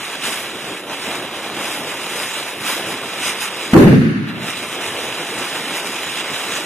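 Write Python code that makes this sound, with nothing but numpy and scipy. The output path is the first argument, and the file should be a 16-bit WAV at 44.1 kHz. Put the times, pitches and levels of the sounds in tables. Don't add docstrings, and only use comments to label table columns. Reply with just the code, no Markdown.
import sys
import numpy as np
from scipy import signal
from scipy.fft import rfft, irfft, next_fast_len
from scipy.io import wavfile
from scipy.ndimage import uniform_filter1d, map_coordinates

SR = 44100
rng = np.random.default_rng(int(sys.argv[2]) if len(sys.argv) > 2 else 0)


def persist_wave(psi):
    counts = np.round(np.clip(psi, -1, 1) * 32767).astype(np.int16)
    wavfile.write(sys.argv[1], SR, np.atleast_2d(counts).T)


def elevation(decibels):
    levels = np.asarray(decibels, float)
    return 10 ** (levels / 20)


N = 293265

# time in seconds, jet strength in dB, flame size in dB.
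BURN = [(0, -0.5, 0.5), (.15, -0.5, 0.5), (.6, -1.5, 0.5), (.95, -1, 2), (1.4, -3, 2), (1.9, -0.5, 3),
        (2.2, 0.5, 0), (2.45, 1.5, -1), (2.8, -1.5, 4), (3.15, 0.5, 1), (3.7, 0.5, 1.5), (4.5, 3, 1),
        (4.9, 1.5, 2.5), (5.12, 0, 2), (5.5, 2.5, 4.5), (6.0, 1, 0), (6.35, 4.5, 2), (6.65, 4, -0.5)]
# middle in seconds, length in seconds, strength in dB, extra brightness in dB.
SWINGS = [(.2, 0.072, -4.5, -5), (.295, 0.14, 9.5, 4.5), (.41, 0.079, 3.5, 5), (.835, 0.12, -9.5, 6),
          (1.11, 0.18, 3.5, -1), (1.28, 0.11, -3.5, -4), (1.52, .06, -3, -5), (1.68, 0.25, 6, 1.5),
          (1.8, 0.076, -4, 3), (2.2, 0.36, 4, 3.5), (2.57, 0.13, -4.5, 5), (2.71, .17, 9.5, 4),
          (2.9, .08, 3, 5), (3.01, 0.11, -2, -1), (3.27, .13, 9.5, 3), (3.435, 0.091, 8, 7),
          (3.52, .07, -2, -4), (3.63, 0.092, 2.5, -3), (4.29, 0.042, 11.5, -10), (4.54, 0.044, -4.5, -11),
          (4.61, 0.029, -4.5, -3), (4.69, 0.095, -4, 1), (4.785, 0.039, -5.5, -12), (5.03, 0.054, 1.5, 2),
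          (5.78, 0.059, 4.5, 5), (5.865, 0.032, 5.5, 0), (6.19, .05, 3.5, -5), (6.26, 0.11, -3, -13),
          (6.56, 0.088, 4, 0)]
# frequency in Hz, level in dB per Hz.
ROAR_COLOUR = [(30, -56), (60, -29.5), (100, -13), (200, -6), (350, -1.5), (600, -4), (900, -7.5),
               (1500, -12.5), (3000, -57)]
HISS_COLOUR = [(400, -27.5), (800, -5), (1200, -3.5), (2000, -1.5), (2700, 0), (3300, -3.5), (4000, -6),
               (5000, -19), (7000, -25)]
FIZZ_COLOUR = [(3000, -65), (4500, 2.5), (5500, -0.5), (7000, 1), (8000, -1), (9200, 1), (11000, -6),
               (12000, -11.5), (14500, -12), (15300, -44)]
# frequency in Hz, level in dB against the sum, share tied to the sum (0 to 1).
PORT_DIFFERENCE = [(705, -24.5, 0.4), (2130, -24.5, 0.7), (2596, -6.5, 0.64), (3420, -2.5, 0.8),
                   (4490, 1, 0.5), (5400, -1.5, 0), (6700, -5.5, 0), (7640, -2.5, 0), (9550, -11, .2),
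                   (11440, 1.5, 0.2), (12600, 1, .3), (15000, -8, .1)]
# frequency in Hz, width in Hz.
PORT_NOTCH = (4400, 307)
# frequency in Hz, phase in radians.
PORT_LEAD = [(2000, 2.6), (3500, 2.2), (4400, 1.5), (7500, 1.1), (9000, -1.6), (11600, -1.6), (12100, 1.6)]

# start in seconds, peak in dB, pitch in Hz, time to fall 60 dB in seconds.
BLAST = [
    (3.7332, 11.5, 226, 0.031),
    (3.742, -5, 1300, 0.0097),
]
# start in seconds, peak in dB.
CRACKS = [
    (3.7352, -14),
    (3.7385, -16),
    (3.7425, -16),
    (3.7655, -16),
    (3.7775, -22),
]
# frequency in Hz, level in dB per Hz.
CRACK_COLOUR = [(600, -13), (1500, 8), (4000, -10), (15000, -16)]

# frequency in Hz, level in dB per Hz.
BOOM_COLOUR = [(25, -61), (64, -31), (121, -6), (211, -3.5), (300, -10), (400, -17.5), (480, -40),
               (800, -62), (1760, -120)]
CLAP_COLOUR = [(180, -44), (310, 9.5), (420, 5.5), (600, -6), (900, -24), (1300, -24), (2000, -37.5)]
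CRASH_COLOUR = [(500, -43), (800, -17), (1200, -5), (1730, -0.5), (2300, -6.5), (2900, -8.5), (3700, -23.5),
                (4600, -19.5), (6000, -42), (9000, -58)]
SIZZLE_COLOUR = [(2800, -22), (3500, 5), (5000, -4), (6600, -6), (7300, -10), (7950, -26), (8600, -8),
                 (11800, -15), (14000, -26), (15200, -11)]
# frequency in Hz, likeness (-1 to 1).
LIKENESS = [(60, 1), (170, 0.94), (340, 0.79), (690, 0.24), (1400, -0.19), (2100, -0.35), (2800, 0.26),
            (4000, 0.01), (7400, -0.07), (7950, -0.5), (8500, 0.46), (15000, -0.57)]
# middle in seconds, length in seconds, level in dB.
WALLS = [
    (3.765, 0.014, 7),
    (3.87, 0.043, 4.5),
    (3.96, 0.15, 1.5),
    (4.05, .04, -1),
    (4.14, 0.017, -11),
    (4.2, 0.056, 0),
    (4.26, 0.036, -1),
    (4.43, 0.036, 3.5),
]
# middle in seconds, length in seconds, level in dB.
SPRAY = [
    (3.79, .05, 3),
]

# frequency in Hz, gap in dB.
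WEAK = [(100, -24), (900, -23), (1500, -14), (4400, -4), (5600, -7), (6500, -6), (7600, -6), (9000, -5),
        (11500, -9), (15000, -4)]
# frequency in Hz, level in dB.
QUIET = [(100, -100), (3000, -77), (8000, -79), (12000, -91), (14400, -68), (15300, -51)]


def jet():
    burn_db, flame_db = curves(BURN)
    swing_db, bright_db = bumps(SWINGS)
    strength_db = burn_db + swing_db
    duck_db = ducking()

    choke_db = 0.31 * np.minimum(swing_db, 0)
    roar_db = -32.5 + flame_db + 0.05 * swing_db + choke_db + 1.0 * wobble(22)
    hiss_db = -28.5 + 0.62 * strength_db + 0.16 * flame_db - 0.1 * bright_db
    fizz_db = -36 + strength_db
    air_db = -44.5 + 0.8 * strength_db + bright_db
    flutter_db = wobble(20) + 0.99 * wobble(150)

    roar = ports(turbulence(patchy_db=-2.16) + 0.23 * sparks(rate=300, spread_db=5.0), ROAR_COLOUR)
    hiss = ports(turbulence(patchy_db=0.8) + 0.38 * sparks(rate=1200, spread_db=5.0), HISS_COLOUR)
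    fizz = ports(turbulence(patchy_db=2.0) + 0.5 * sparks(rate=2000, spread_db=0.5), FIZZ_COLOUR)
    air = filtered(fizz, lambda hz: hz > 10000)

    treble_db = 2.5 * duck_db + 0.77 * flutter_db + 0.21 * wobble(14)
    roar_db = roar_db + 0.57 * duck_db + 0.34 * flutter_db + 0.13 * wobble(28)
    hiss_db = hiss_db + duck_db + 0.72 * flutter_db
    fizz_db = fizz_db + treble_db
    air_db = air_db + treble_db + 1.2 * wobble(7.2)
    return (elevation(roar_db) * roar + elevation(hiss_db) * hiss
            + elevation(fizz_db) * unit(fizz - air) + elevation(air_db) * unit(air))


def turbulence(patchy_db):
    z = signal.stft(rng.standard_normal((2, N)), nperseg=512)[2]
    patches = uniform_filter1d(rng.standard_normal(z.shape[1:]), size=8, axis=0)
    patches = uniform_filter1d(patches, size=10, axis=1)
    return signal.istft(z * elevation(patchy_db * unit(patches)), nperseg=512)[1][:, :N]


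def sparks(rate, spread_db):
    happens = rng.random(N) < rate / SR
    size = happens * elevation(spread_db * np.minimum(rng.exponential(size=N), 3.5))
    return unit(size * rng.standard_normal((2, N)))


def ports(pair, spectrum):
    centre, width = PORT_NOTCH

    def paths(hz):
        colour = elevation(along(spectrum, hz))
        apart = colour * elevation(along(PORT_DIFFERENCE, hz))
        tied = np.clip(along(PORT_DIFFERENCE, hz, column=2), 0, 1)
        notch = (centre - hz) / np.hypot(centre - hz, width)
        turned = np.exp(1j * along(PORT_LEAD, hz))
        return [colour * notch, apart * np.sqrt(tied) * turned, apart * np.sqrt(1 - tied)]

    mid, tied_side, free_side = filtered(pair[[0, 0, 1]], paths)
    side = tied_side + free_side
    return np.array([mid + side, mid - side]) / np.std(mid)


def ducking():
    depth_db, attack_s, hold_s, release_s = -23.5, 0.008, 0.37, 0.37
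    age = np.arange(N) / SR - BLAST[0][0]
    return depth_db * np.clip(age / attack_s, 0, 1) * np.clip(1 - (age - hold_s) / release_s, 0, 1)


def blast():
    age, swing = ringing(BLAST[0])
    return -swing * (1 - np.exp(-age / 0.0015))


def cracks():
    t = np.arange(N) / SR
    shape = np.zeros(N)
    for start, peak_db in CRACKS:
        shape += (t > start) * elevation(peak_db - 60 * np.maximum(t - start, 0) / 0.012)
    _, ring = ringing(BLAST[1])
    return shape * diffuse(rng.standard_normal((2, N)), CRACK_COLOUR) + ring


def ringing(row):
    start, peak_db, hz, t60 = row
    age = np.maximum(np.arange(N) / SR - start, 0)
    return age, elevation(peak_db - 60 * age / t60) * np.sin(2 * np.pi * hz * age)


def echoes():
    t = np.arange(N) / SR
    age = np.maximum(t - BLAST[0][0], 0)
    late_db = -11 * np.clip((0.047 - age) / 0.015, 0, 1)
    boom_db = tail(level_db=-7.5, hold_s=0.21, sink=49) + bumps(WALLS)[0]
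    crash_db = tail(level_db=-26.5, hold_s=0.13, sink=27.4) + 0.29 * late_db
    sizzle_db = tail(level_db=-36, hold_s=0.1, sink=39) + late_db + bumps(SPRAY)[0]
    clap_db = -3.0 - 60 * np.maximum(age - 0.07, 0) / 0.64
    overload_db = 1.8 * np.clip((4.0 - t) / 0.13, 0, 1)

    rise = np.clip(age / 0.004, 0, 1)
    boom_rise = np.clip((t - 3.746) / 0.0031, 0, 1)
    boom_fade = np.clip((4.7 - t) / 0.21, 0, 1)
    fade = np.clip((4.55 - t) / 0.09, 0, 1)

    noise = rng.standard_normal((4, 2, N))
    boom = diffuse(noise[0], BOOM_COLOUR)
    swell = np.sqrt(np.abs(uniform_filter1d(np.mean(boom ** 2, axis=0), size=1300)) + 1e-4)
    boom = unit(boom / swell ** 0.42)
    clap = elevation(clap_db) * diffuse(noise[1], CLAP_COLOUR)
    crash = elevation(crash_db + 1.65 * wobble(80)) * diffuse(noise[2], CRASH_COLOUR)
    sizzle = elevation(sizzle_db + 0.65 * wobble(60)) * diffuse(noise[3], SIZZLE_COLOUR)
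    low = (elevation(boom_db + overload_db) * boom_fade * boom + clap) * boom_rise
    return low, (crash + sizzle) * rise * fade


def diffuse(pair, spectrum):
    def paths(hz):
        turn = np.arccos(np.clip(along(LIKENESS, hz), -1, 1)) / 2
        return elevation(along(spectrum, hz)) * [np.cos(turn), np.sin(turn)]

    mid, side = filtered(pair, paths)
    return np.array([mid + side, mid - side]) / np.std(mid)


def tail(level_db, hold_s, sink):
    return level_db - sink * np.maximum(np.arange(N) / SR - BLAST[0][0] - hold_s, 0)


def bumps(rows):
    middle, length, *cols = np.transpose(rows)
    t = np.arange(0, N, 32) / SR
    away = np.abs(t - middle[:, None]) / (np.abs(length)[:, None] / 2)
    shape = np.exp(-away ** 2.5)
    return [np.repeat(c @ shape, 32)[:N] for c in cols]


def curves(rows):
    s, *cols = np.transpose(rows)
    return [np.interp(np.arange(N) / SR, s, c) for c in cols]


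def wobble(rate):
    return map_coordinates(rng.standard_normal(int(N * rate / SR) + 4), [np.arange(N) * rate / SR])


def along(points, hz, column=1):
    rows = np.transpose(points)
    return np.interp(np.log(hz + 1), np.log(rows[0] + 1), rows[column])


def filtered(x, response):
    m = next_fast_len(N + 8192)
    return irfft(rfft(x, m) * response(np.fft.rfftfreq(m, 1 / SR)), m)[..., :N]


def unit(x):
    return x / np.sqrt(np.mean(x ** 2) + 1e-20)


def soft(x, top, hardness):
    return x / (1 + np.abs(x / top) ** hardness) ** (1 / hardness)


def scene():
    boom, debris = echoes()
    membrane = soft(blast() + boom, top=0.85, hardness=3.5)
    return soft(membrane + cracks() + debris + jet(), top=1.0, hardness=8)


def band_limit(x):
    return signal.sosfilt(signal.butter(12, 15560, fs=SR, output="sos"), x)


def record(dry):
    both = np.array([dry[0] + dry[1], dry[0] - dry[1]]) / 2
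    hz, _, z = signal.stft(both, SR, nperseg=2048, window="cosine")
    band = np.arange(len(hz)) // 12
    first = np.unique(band, return_index=True)[1]
    power = np.add.reduceat(np.abs(z) ** 2, first, axis=1) + 1e-20

    mood = uniform_filter1d(rng.standard_normal(power.shape), size=2, axis=1)
    mood = uniform_filter1d(mood, size=9, axis=2)
    gap_db = 10 * np.log10(power / power[::-1]) + 2.5 * unit(mood)
    level_db = 10 * np.log10(power) + 3 * unit(mood[::-1, ::-1])
    edge = hz[band * 12]
    strong = gap_db[:, band] > along(WEAK, edge)[:, None]
    loud = level_db[:, band] > along(QUIET, edge)[:, None]

    fine = uniform_filter1d(np.abs(z) ** 2, size=5, axis=1)
    fine = uniform_filter1d(fine, size=2, axis=2)
    thin = fine < elevation(-7.5) * uniform_filter1d(fine, size=60, axis=1)
    thin = thin & (hz > 3200)[:, None]
    kept = strong * loud * ~thin * (hz < 15250)[:, None]
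    mid, side = signal.istft(z * kept, SR, nperseg=2048, window="cosine")[1][:, :N]
    return band_limit(np.array([mid + side, mid - side]))


dry = scene()
out = record(dry)
persist_wave(out)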